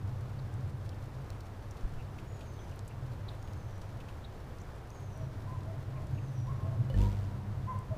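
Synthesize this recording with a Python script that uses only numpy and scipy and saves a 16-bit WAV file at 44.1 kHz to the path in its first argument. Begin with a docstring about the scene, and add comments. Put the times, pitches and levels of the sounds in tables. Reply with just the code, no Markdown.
"""A hummingbird sips at a plastic feeder close to the microphone, bill and claws ticking, then kicks
the feeder into a short ring, whirrs past and hovers a little way off. Lift on each wing stroke makes
the hum and the feathers add a swish. Behind it sits a bed of far engine drone and soft outdoor air.
Small birds chip and whistle, two puffs of air bump the microphone, and two far-off animals yelp,
one high and one low, echoing round the garden."""
import sys
import numpy as np
from scipy import signal
from scipy.fft import rfft, irfft, next_fast_len
from scipy.io import wavfile
from scipy.ndimage import uniform_filter1d

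SR = 44100
rng = np.random.default_rng(int(sys.argv[2]) if len(sys.argv) > 2 else 0)


def int16_out(signal):
    """Quantize to a 16-bit WAV file."""
    q = np.round(np.clip(np.atleast_2d(signal).T, -1, 1) * 32767)
    wavfile.write(sys.argv[1], SR, q.astype(np.int16))


N = 351477
TIME = np.arange(N) / SR


def from_db(db):
    """Decibels to gain."""
    return 10 ** (np.asarray(db) / 20)


def rms_one(x):
    """Scale to unit power."""
    return x / np.sqrt(np.mean(x ** 2) + 1e-20)


def add(out, s, sound):
    """Drop a sound into the track at s seconds."""
    start = int(s * SR)
    out[start:start + len(sound)] += sound[:N - start]


def resonate(x, hz, width_hz):
    """Two-pole resonance with unity gain at its peak."""
    r = np.exp(-np.pi * width_hz / SR)
    poles = [1, -2 * r * np.cos(2 * np.pi * hz / SR), r * r]
    return signal.lfilter(np.array([1, 0, -1]) * (1 - r * r) / 2, poles, x + 1e-18)


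def drift(rate_hz):
    """Smooth random modulator, rms 1."""
    hop, settle = 40, 2000
    r = np.exp(-2 * np.pi * rate_hz * hop / SR)
    slow = signal.lfilter([1], [1, -2 * r, r * r], rng.standard_normal(N // hop + settle + 2))[settle:]
    return np.interp(np.arange(N) / hop, np.arange(len(slow)), rms_one(slow))


def coloured_noise(spectrum):
    """Noise shaped by an EQ curve, rms 1."""
    hz, db = np.transpose(spectrum)
    size = next_fast_len(N)
    bins = np.maximum(np.fft.rfftfreq(size, 1 / SR), 1)
    gain = from_db(np.interp(np.log(bins), np.log(hz), db)) * (bins > 10)
    return rms_one(irfft(rfft(rng.standard_normal(size)) * gain, size)[:N])


def scatter(x, t60_s, wet_db):
    """Garden reverb: trees and fences return a diffuse, dying tail."""
    t = np.arange(SR) / SR
    tail = rng.standard_normal(SR) * from_db(-60 * t / t60_s)
    return x + from_db(wet_db) * signal.fftconvolve(x, tail / np.linalg.norm(tail))[:N]


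# The far engine's swells and ebbs: t/s, level/dB
ENGINE_FADER = [(0, -37.5), (.6, -39.5), (1.2, -44), (2.7, -47.5), (3.1, -41), (4, -47), (4.75, -54),
                (5.15, -40.5), (6.25, -38.5), (6.8, -31.5), (7.3, -41.5), (7.7, -38.5), (7.97, -39)]
# Its low resonances: f/Hz, width/Hz, relative level/dB
ENGINE_RESONANCES = [(99.9, 26, -0.5), (129.74, 13.3, -4), (183.4, 24, -20.5), (286, 86, -20.5)]

def engine(firing_hz=99.73, firing_db=-10.5, octave_db=-12, throb_db=1.5, load_tilt=0.39):
    """A lumpy, throbbing drone in a few low resonances, with a wavering firing note."""
    level_db = np.interp(TIME, *np.transpose(ENGINE_FADER))
    modes = []
    for hz, width, db in ENGINE_RESONANCES:
        band = resonate(rng.standard_normal(N), hz, width)
        modes.append(from_db(db) * rms_one(resonate(band, hz, width)))
    modes[1] *= from_db(load_tilt * (level_db - level_db.mean()))   # stands out under load
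    phase = 2 * np.pi * np.cumsum(firing_hz * (1 + 0.01188 * drift(4.87))) / SR
    note = rms_one(np.sin(phase) + from_db(octave_db) * np.sin(2 * phase))
    drone = rms_one(sum(modes)) + from_db(firing_db) * note
    levelled = drone / np.sqrt(uniform_filter1d(drone ** 2, size=SR // 6))
    return levelled * from_db(level_db + throb_db * drift(8))


# Bass-heavy EQ of the outdoor air: f/Hz, relative level/dB
AIR_EQ = [(20, 1), (40, 1), (70, 2.5), (150, -6), (250, -12), (400, -13), (600, -14), (1000, -18),
          (1600, -23.5), (2500, -31.5), (4000, -35.5), (6000, -39.5), (8500, -44), (15000, -47.5)]

def air(level_db=-45.5, waver_db=0.5):
    """A soft, nearly steady bed of outdoor air."""
    return from_db(level_db + waver_db * drift(7.7)) * coloured_noise(AIR_EQ)


def snap(hz, decay_s, crack_db=-6, width_share=0.34):
    """One tiny contact: a broadband crack on top of a coloured body."""
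    t = np.arange(SR // 10) / SR
    body = rms_one(resonate(rng.standard_normal(len(t)), hz, width_share * hz)) * np.exp(-t / decay_s)
    crack = rng.standard_normal(len(t)) * np.exp(-t / 0.00027)
    return body + from_db(crack_db) * crack


# Crisp bill ticks on the plastic: t/s, level/dB, centre f/Hz, decay/s
BILL_TICKS = [(0.539, -58, 7000, .003), (.892, -47.5, 4950, 0.0023), (1.3036, -41, 4650, 0.00083),
              (1.406, -50, 4650, .003), (1.71, -53, 6000, .005), (2.76, -58, 12500, .003),
              (2.7925, -42.5, 5300, .00056), (2.878, -52, 8450, 0.0053), (3.427, -52, 5960, .0015),
              (3.534, -51.5, 5930, 0.0016), (3.816, -52.5, 5200, .004), (4.585, -55, 4500, .0033),
              (4.904, -52, 5430, .0015), (5.175, -57, 9000, .002), (6.069, -56, 6000, .0026),
              (7.789, -51, 7000, 0.0018)]
# Duller claw taps: t/s, level/dB
CLAW_TAPS = [(2.187, -56.5), (2.408, -53.5), (3.474, -58), (4.003, -53.5), (4.085, -53.5)]

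def bill_and_claws(tap_hz=2770, tap_decay_s=0.011, patter_per_s=30, patter_db=-64):
    """Bill and claws strike the plastic, over a faint patter that lasts until the first kick."""
    out = np.zeros(N)
    for s, db, hz, decay_s in BILL_TICKS:
        add(out, s, from_db(db) * snap(hz, decay_s))
    for s, db in CLAW_TAPS:
        add(out, s, from_db(db) * snap(tap_hz, tap_decay_s))
    perched = TIME < FOOT_KICKS[0][0]
    touches = (rng.random(N) < patter_per_s / SR) * rng.random(N) * perched
    envelope = signal.lfilter([1], [1, -np.exp(-1 / (0.0075 * SR))], touches + 1e-18)
    grain = rms_one(resonate(rng.standard_normal(N), hz=3400, width_hz=4100))
    return out + from_db(patter_db) * envelope * grain


def sipping(count=18, end_s=6, level_db=-64, spread_db=3, centre_hz=7500, spread_octaves=0.53):
    """Light ticks as the bird sips, each with its own loose timing, weight and colour."""
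    out = np.zeros(N)
    for k, (jitter, weight, colour) in enumerate(rng.uniform(-0.8, 1, (count, 3)), 1):
        tick = snap(centre_hz * 2 ** (spread_octaves * colour), decay_s=0.0017)
        add(out, end_s * (k + jitter) / (count + 1), from_db(level_db + spread_db * weight) * tick)
    return out


# Small birds' chips: t/s, length/s, start f/Hz, level/dB
BIRD_CHIPS = [(0.384, .018, 4450, -58), (.915, .026, 3140, -60), (1.979, 0.044, 2850, -59),
              (2.183, 0.0093, 2500, -51.5), (2.58, .029, 3290, -60.5), (2.708, .03, 2920, -58),
              (2.897, 0.024, 2630, -57), (3.281, 0.019, 4030, -49.5), (4.235, 0.024, 3820, -52.5),
              (4.595, 0.033, 6600, -60.5), (5.953, .036, 2560, -57.5), (6.172, .024, 2670, -55.5)]

def chips(fall_share=0.086, rough_share=0.097, rasp_db=4):
    """Short raspy chips from the bushes, each sagging in pitch."""
    out, waver, rasp = np.zeros(N), drift(500), drift(200)
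    for s, length, start_hz, db in BIRD_CHIPS:
        u = np.linspace(0, 1, int(length * SR))
        hz = start_hz * (1 - fall_share * u) * (1 + rough_share * waver[int(s * SR):][:len(u)])
        tone = np.sin(2 * np.pi * np.cumsum(hz) / SR)
        add(out, s, from_db(db) * np.sin(np.pi * u) * tone)
    return scatter(out * rms_one(from_db(rasp_db * rasp)), t60_s=0.28, wet_db=-10)


# Low bumps of air on the microphone: centre t/s, peak level/dB, width/s
AIR_PUFFS = [(1.850, -25.5, 0.0053), (1.972, -37.5, 0.016)]

def puffs():
    """A puff of air pulls the diaphragm one way, then pushes it back."""
    out = np.zeros(N)
    for s, db, width in AIR_PUFFS:
        u = (TIME - s) / width
        out += from_db(db) * u * np.exp((1 - u ** 2) / 2)
    return out


# Thin falling bird whistles: t/s, length/s, start f/Hz, level before trim/dB
BIRD_WHISTLES = [(2.248, 0.43, 6880, -64.5), (3.377, 0.42, 6690, -65.5), (4.897, .3, 6660, -63.5),
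                 (6.109, .32, 6600, -63)]

def whistles(step_share=0.058, hook_share=0.072, buzz_share=0.019, trim_db=-5.5, flutter_db=4):
    """Three buzzy syllables step down, each held and then hooked downward, smeared by the foliage."""
    out, waver = np.zeros(N), drift(340)
    for s, length, start_hz, db in BIRD_WHISTLES:
        u = np.linspace(0, 1, int(length * SR), endpoint=False)
        syllable, progress = np.divmod(3 * u, 1)
        buzz = buzz_share * waver[int(s * SR):][:len(u)]
        hz = start_hz * (1 - step_share * syllable) * (1 - hook_share * progress ** 3 + buzz)
        tone = np.sin(2 * np.pi * np.cumsum(hz) / SR)
        add(out, s, from_db(db + trim_db) * np.sin(np.pi * progress) * tone)
    return scatter(out * rms_one(from_db(flutter_db * drift(40))), t60_s=0.76, wet_db=3)


# Two far animals' yelps: t/s, length/s, top f/Hz of the second harmonic, level/dB
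ANIMAL_YELPS = [(5.132, 0.13, 643, -50.5), (5.444, 0.14, 1015, -48.5), (5.646, 0.1, 652, -48.5),
                (5.921, 0.091, 1050, -54), (5.955, 0.07, 613, -50), (6.459, 0.087, 1077, -46.5),
                (6.577, 0.13, 1075, -52), (6.605, 0.16, 650, -48), (6.974, 0.13, 964, -44),
                (7.097, .42, 968, -59), (7.667, 0.076, 1024, -35.5), (7.9, 0.061, 642, -40.5)]
# Slapback from the garden: delay/s, relative level/dB
GARDEN_ECHOES = [(0.048, -7), (.078, -14), (.108, -12), (0.191, -32)]

def yelps(arch_share=0.0594, rough_share=0.028, harmonics_db=(-21, 0, -26, -25)):
    """Arched calls whose second harmonic carries furthest; they echo round the garden."""
    out, waver = np.zeros(N), drift(77)
    for s, length, top_hz, db in ANIMAL_YELPS:
        u = np.linspace(0, 1, int(length * SR))
        arch = 1 - arch_share * (2 * u - 1) ** 2
        roughness = 1 + rough_share * np.roll(waver, -int(s * SR))[:len(u)]
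        phase = 2 * np.pi * np.cumsum(top_hz / 2 * arch * roughness) / SR
        voice = sum(from_db(g) * np.sin(k * phase) for k, g in enumerate(harmonics_db, 1))
        add(out, s, from_db(db) * np.sin(np.pi * u) * voice)
    echoes = sum(from_db(db) * np.interp(TIME - delay, TIME, out) for delay, db in GARDEN_ECHOES)
    return scatter(out + echoes, t60_s=2.2, wet_db=-11)


# The feet shove off the feeder: t/s, level/dB, rim boost/dB
FOOT_KICKS = [(6.900, -43.5, -10), (6.942, -46, 12.5)]
# The feeder's plastic ring: f/Hz, relative level/dB, t60/s
FEEDER_MODES = [(534, 5.5, 0.1), (945, -17, 0.08), (2970, -8.5, 0.091), (3505, -17, 0.055),
                (4170, -14, .04), (8550, -30, .04)]

def feeder_kicks(rim_hz=1780, rim_db=-12, rim_t60_s=0.067, scratch_db=-11, scratch_s=0.002):
    """Each shove of the feet scratches the plastic and sets it ringing; the last one catches the rim."""
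    out, t = np.zeros(N), np.arange(SR // 4) / SR
    for s, db, boost_db in FOOT_KICKS:
        modes = list(FEEDER_MODES) + [(rim_hz, rim_db + boost_db, rim_t60_s)]
        ring = sum(from_db(g - 60 * t / t60) * np.sin(2 * np.pi * hz * t) for hz, g, t60 in modes)
        scratch = from_db(scratch_db) * rng.standard_normal(len(t)) * np.exp(-t / scratch_s)
        add(out, s, from_db(db) * (ring + scratch))
    return out


# Harmonics of the wing hum: multiple of the wingbeat, relative level/dB
HUM_HARMONICS = [(1, 4.5), (2, 2.5), (3, -13.5), (4, -8), (5, -20), (6, -21.5), (7, -27), (8, -35),
                 (9, -41), (10, -20)]

def wing_hum(phase, flown_s, nearness, closest_db=-23, attack_s=0.015, sway_db=5, near_falloff=0.64):
    """Lift on the down- and upstroke makes the hum, which sways as the bird hovers."""
    harmonics = {k: -from_db(db) * np.sin(k * phase) for k, db in HUM_HARMONICS}
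    far = harmonics[2] + harmonics[4]   # only the stroke rate and its octave carry far
    near = sum(harmonics.values()) - far
    sway = from_db(sway_db * (1 - nearness) ** 2 * drift(31))
    hum = (far * sway + near * nearness ** near_falloff) / np.std(far + near)
    fade_in = np.clip(flown_s / attack_s, 0, 1)
    return from_db(closest_db) * nearness * fade_in * hum


# EQ of the feather swish: f/Hz, relative level/dB
SWISH_EQ = [(100, -8), (300, 13), (600, 2.5), (1200, -9), (2200, -6.5), (4000, -9.5), (7500, -15.5),
            (10000, -22.5), (15000, -22)]

def feather_swish(phase, flown_s, nearness, level_db=-44.5, falloff=0.96, lead_rad=0.7, uneven_db=1.5):
    """The feathers swish once on each stroke during the effort of take-off."""
    pulses = np.exp(0.63 * np.cos(2 * (phase + lead_rad)))
    strokes = pulses * (1 + 0.046 * np.cos(phase))   # down- and upstroke differ slightly
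    flutter = rms_one(strokes * from_db(uneven_db * drift(70)))
    attack_s, hold_s, release_s = 0.09, 0.27, 0.093
    effort = np.interp(flown_s, np.cumsum([0, attack_s, hold_s, release_s]), [0, 1, 1, 0])
    return from_db(level_db) * nearness ** falloff * effort * flutter * coloured_noise(SWISH_EQ)


def flight(takeoff_s=6.925, first_stroke_s=6.947, pass_s=7.008):
    """The bird leaves the rim with a quickening wingbeat, passes the microphone and stops to hover."""
    closest_m, hover_m, speed_m_per_s = 0.069, 0.42, 1.5
    start_hz, steady_hz, quicken_s = 44.34, 49.25, 0.064
    flown_s = TIME - takeoff_s
    distance_m = np.minimum(np.hypot(closest_m, speed_m_per_s * (TIME - pass_s)), hover_m)
    nearness = closest_m / distance_m
    waver = 1 + 0.015 * (1 - nearness) * drift(11.6)
    beat_hz = np.interp(flown_s, [0, quicken_s], [start_hz, steady_hz]) * waver
    phase = 2 * np.pi * np.cumsum(beat_hz) / SR
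    phase -= np.interp(first_stroke_s, TIME, phase)
    return wing_hum(phase, flown_s, nearness) + feather_swish(phase, flown_s, nearness)


def scene():
    """Mono mix: the hummingbird up front, the garden behind."""
    hummingbird = flight() + feeder_kicks() + bill_and_claws() + sipping()
    garden = chips() + whistles() + yelps() + engine() + air()
    return (hummingbird + garden + puffs())[None]


def record(dry):
    """A steep low-pass takes off the very top."""
    cutoff_hz = 15400
    return signal.sosfilt(signal.ellip(12, 0.1, 80, cutoff_hz, fs=SR, output="sos"), dry)


dry = scene()
out = record(dry)
int16_out(out)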